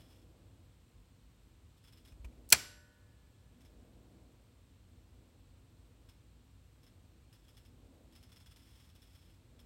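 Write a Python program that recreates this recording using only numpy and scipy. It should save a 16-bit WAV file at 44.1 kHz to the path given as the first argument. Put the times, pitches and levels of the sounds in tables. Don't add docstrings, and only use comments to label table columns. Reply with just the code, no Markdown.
import sys
import numpy as np
from scipy import signal
from scipy.fft import rfft, irfft, next_fast_len
from scipy.io import wavfile

SR = 44100
rng = np.random.default_rng(int(sys.argv[2]) if len(sys.argv) > 2 else 0)


def int16_out(signal):
    q = np.round(np.clip(np.atleast_2d(signal).T, -1, 1) * 32767)
    wavfile.write(sys.argv[1], SR, q.astype(np.int16))


N = 425565

# f/Hz, width/Hz, boost/dB
STANDING_WAVES = [(58.4, 4, 3), (119, 3.1, 5), (142.85, 6, 6), (183, 10, 8.5), (240.74, 8.1, 10),
                  (270, 10, 9), (328, 12.01, 8.1), (475, 8.8, 7.4)]
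# start/s, end/s, tick peak/dB, sizzle level/dB
CRACKLE_SPELLS = [(0, .24, -67, -75), (1.772, 2.123, -65, -86), (6.832, 6.87, -63, -85),
                  (7.35, 7.66, -66.5, -86), (8.124, 8.58, -64, -84), (8.593, 8.925, -62.5, -70.5),
                  (8.99, 9.372, -63.5, -75)]
SPELL_FADE_DB_PER_S = 7


def from_db(db):
    return 10 ** (np.asarray(db) / 20)


def unit_rms(x):
    return x / np.sqrt(np.mean(x ** 2) + 1e-20)


def at_hz(table, hz, column=1):
    rows = np.array(table)
    return np.interp(np.log(hz + 1e-3), np.log(rows[:, 0]), rows[:, column])


def seconds(length_s):
    return np.arange(int(length_s * SR)) / SR


def add(track, start_s, sound):
    start = round(start_s * SR)
    track[start:start + len(sound)] += sound[:len(track) - start]


def cut(x, hz, side):
    return signal.sosfilt(signal.butter(2, min(hz, .45 * SR), side, fs=SR, output="sos"), x)


def noise(spectrum, peaks=(), size=N):
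    padded = next_fast_len(size, real=True)
    hz = np.fft.rfftfreq(padded, 1 / SR)
    gain = from_db(at_hz(spectrum, hz))
    for centre_hz, width_hz, db in peaks:
        detuning = 2 * (hz - centre_hz) / width_hz
        gain *= np.sqrt(1 + (from_db(db) ** 2 - 1) / (1 + detuning ** 2))
    white = rfft(rng.standard_normal(padded))
    return unit_rms(irfft(white * gain, padded)[:size])


def dense_modes(table, t):
    edges_hz = np.geomspace(35, 17000, 19)
    out, power = np.zeros(len(t)), 0
    for low, high in zip(edges_hz, edges_hz[1:]):
        hz = np.sqrt(low * high)
        fade = from_db(-60 * t / at_hz(table, hz, column=2))
        bandpass = signal.butter(3, [low, high], "band", fs=SR, output="sos")
        band = signal.sosfilt(bandpass, rng.standard_normal(len(t)) * fade)
        gain = from_db(at_hz(table, hz)) * np.sqrt(high - low)
        out += gain * unit_rms(band) * np.sqrt(np.mean(fade ** 2))
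        power += gain ** 2
    return out / np.sqrt(power)


def ring(modes, t):
    return sum((-1) ** k * from_db(db - 60 * t / t60_s) * np.sin(2 * np.pi * hz * t)
               for k, (hz, db, t60_s) in enumerate(modes))


def hum(level_db=-61.5):
    # f/Hz, relative density/dB
    spectrum = [(20, -30), (35, -16), (48, 2), (70, -3), (92, 0.5), (125, -9), (160, -18), (250, -23),
                (500, -30), (900, -40), (2000, -60)]
    return from_db(level_db) * noise(spectrum, STANDING_WAVES)


def rumble(lull_db=-76.5, rise_db_per_s=28.0, fall_db_per_s=32.0):
    # f/Hz, relative density/dB
    spectrum = [(100, -11.5), (180, -1), (260, 0.5), (400, -3), (560, -3), (800, -11), (1400, -23.5),
                (2500, -36.5)]
    # t/s, level/dB, hold/s
    swells = [(.22, -67.5, .5), (2.38, -65, 0.079), (4.02, -66, 0.43), (5.25, -70, .08), (5.92, -71, .15),
              (7.02, -72, .08), (7.95, -66, .1), (9.62, -69.5, .08)]
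    t = np.arange(N) / SR
    power = from_db(lull_db) ** 2
    for crest_s, db, hold_s in swells:
        early_s = np.maximum(crest_s - hold_s / 2 - t, 0)
        late_s = np.maximum(t - crest_s - hold_s / 2, 0)
        power += from_db(db - rise_db_per_s * early_s - fall_db_per_s * late_s) ** 2
    return np.sqrt(power) * noise(spectrum, STANDING_WAVES)


def whine():
    # f/Hz, width/Hz, level/dB
    bands = [(4260, 70, -96), (11630, 50, -99.5), (12950, 220, -95)]
    t, out = np.arange(N) / SR, np.zeros(N)
    for hz, width_hz, db in bands:
        flutter = cut(rng.standard_normal(N), width_hz / 2, "low")
        out += from_db(db) * unit_rms(flutter * np.sin(2 * np.pi * hz * t))
    return out


def hiss(level_db=-75.0):
    # f/Hz, relative density/dB
    spectrum = [(300, -2.5), (1000, 4.5), (1900, 0), (2700, 1.5), (4100, 0), (4600, -3), (6700, -6.5),
                (7750, -1), (8200, -3.5), (8600, -2.5), (10000, -12), (12200, -12.5), (15500, -11.5)]
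    return from_db(level_db) * noise(spectrum)


def weak_ticks(max_per_spell=16, gap_s=0.04, log_jitter=.25, spread_db=2.5):
    ticks = []
    for start_s, end_s, db, _ in CRACKLE_SPELLS:
        gap_draws, level_draws = rng.standard_normal((max_per_spell, 2)).T
        gaps_s = gap_s * np.exp(log_jitter * gap_draws)
        ages_s = np.cumsum(gaps_s) - gaps_s[0]
        peaks_db = db - SPELL_FADE_DB_PER_S * ages_s + spread_db * level_draws
        ticks += [(at_s, peak) for at_s, peak in zip(start_s + ages_s, peaks_db) if at_s < end_s]
    return ticks


def crackle(crest_db=7.0, tick_t60_s=0.07, echo_s=0.0077, echo_db=-2.0, tail_db=-7.0, tail_t60_s=.22):
    # t/s, peak/dB
    clear_ticks = [(0.0064, -59), (0.1024, -62), (1.8404, -58.5), (1.8744, -57.5), (1.9244, -57.5),
                   (1.9734, -58.5), (2.0502, -56), (2.0754, -56), (3.6074, -60), (3.6494, -58.5),
                   (6.0884, -56), (6.8664, -59), (7.3272, -56.5), (7.4824, -58), (7.5692, -54),
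                   (7.6504, -58.5), (8.1529, -55), (8.2277, -55.5), (8.319, -55), (8.3604, -54.5),
                   (8.4014, -56.5), (8.4607, -54), (8.5121, -55.5), (8.5609, -54), (8.9516, -56.5),
                   (9.0194, -57), (9.1504, -58.5), (9.592, -56)]
    # f/Hz, relative density/dB
    spectrum = [(500, -5), (1200, -1), (3000, 2.5), (4200, -1.5), (4500, -3.5), (5100, 2), (6200, -5.5),
                (7800, -6.5), (8600, -2), (11200, -7.5), (12400, -6.5), (13300, -9), (15500, -9.5)]
    # f/Hz, width/Hz, boost/dB
    resonances = [(3390, 140, 9.3), (5290, 125, 10.3), (12400, 400, 4.5)]
    t, power = seconds(.5), np.zeros(N)
    for at_s, peak_db in list(clear_ticks) + weak_ticks():
        rms_db = peak_db - crest_db
        tick = from_db(rms_db - 60 * t / tick_t60_s)
        tail = from_db(rms_db + tail_db - 60 * t / tail_t60_s)
        add(power, at_s, tick ** 2)
        add(power, at_s + echo_s, (from_db(echo_db) * tick) ** 2 + tail ** 2)
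    for start_s, end_s, _, db in CRACKLE_SPELLS:
        sizzle = from_db(db - SPELL_FADE_DB_PER_S * seconds(end_s - start_s))
        add(power, start_s, sizzle ** 2 * signal.windows.tukey(len(sizzle), .5))
    return np.sqrt(power) * noise(spectrum, resonances)


def fingers(thud_hz=55.0, thud_t60_s=.2, thud_rise_s=.0036, tick_t60_s=.05, tick_rise_s=.0018):
    # t/s, tick level/dB, thud level/dB
    touches = [(2.12, -61, -42.5), (2.196, -75.5, -40.5), (2.2450, -50, -36), (2.325, -71, -52),
               (2.375, -71, -47), (2.455, -72, -49), (2.514, -42, -50.5)]
    skin_spectrum = [(200, 1.5), (1500, -2), (2900, -2), (3600, -9), (7500, -7.5), (15000, -16)]
    plastic_knock = [(2440, 260, 9)]
    t, out = seconds(.5), np.zeros(N)
    for at_s, tick_db, thud_db in touches:
        tick = noise(skin_spectrum, plastic_knock, len(t)) * from_db(tick_db - 60 * t / tick_t60_s)
        thud = ring([(thud_hz, thud_db, thud_t60_s)], t)
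        add(out, at_s, tick * (1 - np.exp(-t / tick_rise_s)))
        add(out, at_s, thud * (1 - np.exp(-t / thud_rise_s)))
    return out


def room_tail(t, level_db=-38.0, build_s=.014):
    # f/Hz, relative density/dB, t60/s
    decay = [(60, 1, .4), (150, 1.5, .45), (350, 1.5, 0.45), (800, -1.5, 0.4), (1499.6, -1, .6),
             (2500, 1.5, .53), (3600, -0.5, .53), (5200, 3, .52), (7500, -1, .42), (10000, -5.5, 0.47),
             (15000, -8, .31)]
    return from_db(level_db) * dense_modes(decay, t) * (1 - np.exp(-t / build_s))


def steel_panel(t, steel_db=-50):
    # f/Hz, relative level/dB, t60/s
    steel_modes = [(245, -19, 2.2), (484, -22, 2.8), (592, -17.5, 2.2), (947, -19, 1.5), (1429, -15, 1.6),
                   (1480, -10, .9), (1497, -6, 1.3), (1717, -20, 3.2), (1852, -16, 1.5), (1913, -3, .52),
                   (2343, -1, .43), (2837, -7, .55), (3252, -11, .62), (4963, -5, .45), (7397, -2, .6),
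                   (7488, -1, .6), (11300, -12, .85)]
    # f/Hz, level/dB, t60/s
    rocking_modes = [(62.05, -44, .17), (88, -37, .11), (117.01, -38, .13), (176, -39, 0.1),
                     (416.7, -35.5, .07)]
    return from_db(steel_db) * ring(steel_modes, t) + ring(rocking_modes, t)


def moulded_case(t, level_db=-9.0):
    # f/Hz, width/Hz, relative level/dB
    resonances = [(414, 60, -33), (654, 34, -30), (952, 48, -22.5), (1425, 62, -14.5), (1560, 26, -21.5),
                  (1725.6, 84, -15.5), (2113, 28, -20), (2414, 42, -9), (2510, 81, -9), (2724, 91, -11),
                  (3256, 68, -8.5), (4229, 100, -3.5), (4440, 87, -5.5), (4698, 209, -1.43),
                  (5020, 116, -7), (5452, 76, -7.5), (5960, 80, -5.5), (6280, 77, -14), (7623, 140, 0.5),
                  (7870, 80, -7), (8000, 259, -4.5), (8770, 220, -3.0), (9740, 200, -1.5), (10000, 259, -5),
                  (10060, 100, -8), (11060, 80, -7.5), (11200, 215, -4.5), (12300, 380, -3.5),
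                  (13400, 259, -4.5), (15083, 259, -6)]
    modes = [(hz, db, np.log(1000) / (np.pi * width_hz)) for hz, width_hz, db in resonances]
    return from_db(level_db) * ring(modes, t)


def breaker(crack_db=-17.0, ping_db=-10.0, ping_t60_s=0.0052, wall_s=.0208, wall_db=-19.0, wall_hz=7000):
    # t/s, gain/dB, lowest radiated f/Hz, ping f/Hz
    impacts = [(2.4904, -34, 5500, 8300), (2.5027, -19, 5000, 6000), (2.5084, -29, 5000, 8500),
               (2.5231, -5, 1500, 6300), (2.5245, -3, 900, 3000), (2.5251, 0, 300, 4500),
               (2.5279, -3, 600, 4400), (2.5299, -2, 100, 2200)]
    # f/Hz, relative density/dB, t60/s
    crack_decay = [(40, -20.5, .2), (85, 7, .14), (169.9, 1.5, 0.047), (280, -9, 0.033), (600, -4, 0.06),
                   (1100, -1.5, 0.075), (2300, 1.5, .06), (5000, 0.5, 0.055), (9000, 3.5, 0.032),
                   (15000, 3.5, .022)]
    t_long, t_short, out = seconds(1.6), seconds(.2), np.zeros(N)
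    for at_s, db, low_hz, ping_hz in impacts:
        crack = from_db(crack_db) * dense_modes(crack_decay, t_short)
        ping = ring([(ping_hz, ping_db, ping_t60_s)], t_short)
        add(out, at_s, from_db(db) * cut(crack + ping, low_hz, "high"))
    snap_s = max(impacts, key=lambda row: row[1])[0]
    add(out, snap_s, moulded_case(t_short))
    wall_echo = from_db(wall_db) * cut(out + 1e-18, wall_hz, "low")
    add(out, wall_s, wall_echo)
    add(out, snap_s, steel_panel(t_long) + room_tail(t_long))
    return out


def scene():
    return (breaker() + fingers() + crackle() + hum() + rumble() + whine() + hiss())[None, :]


def record(dry, ceiling=0.96, low_hz=36.0, high_hz=15900):
    rounded = ceiling * np.tanh(cut(dry, low_hz, "high") / ceiling)
    steep_lowpass = signal.ellip(10, .1, 80, high_hz, fs=SR, output="sos")
    return signal.sosfilt(steep_lowpass, rounded)


dry = scene()
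out = record(dry)
int16_out(out)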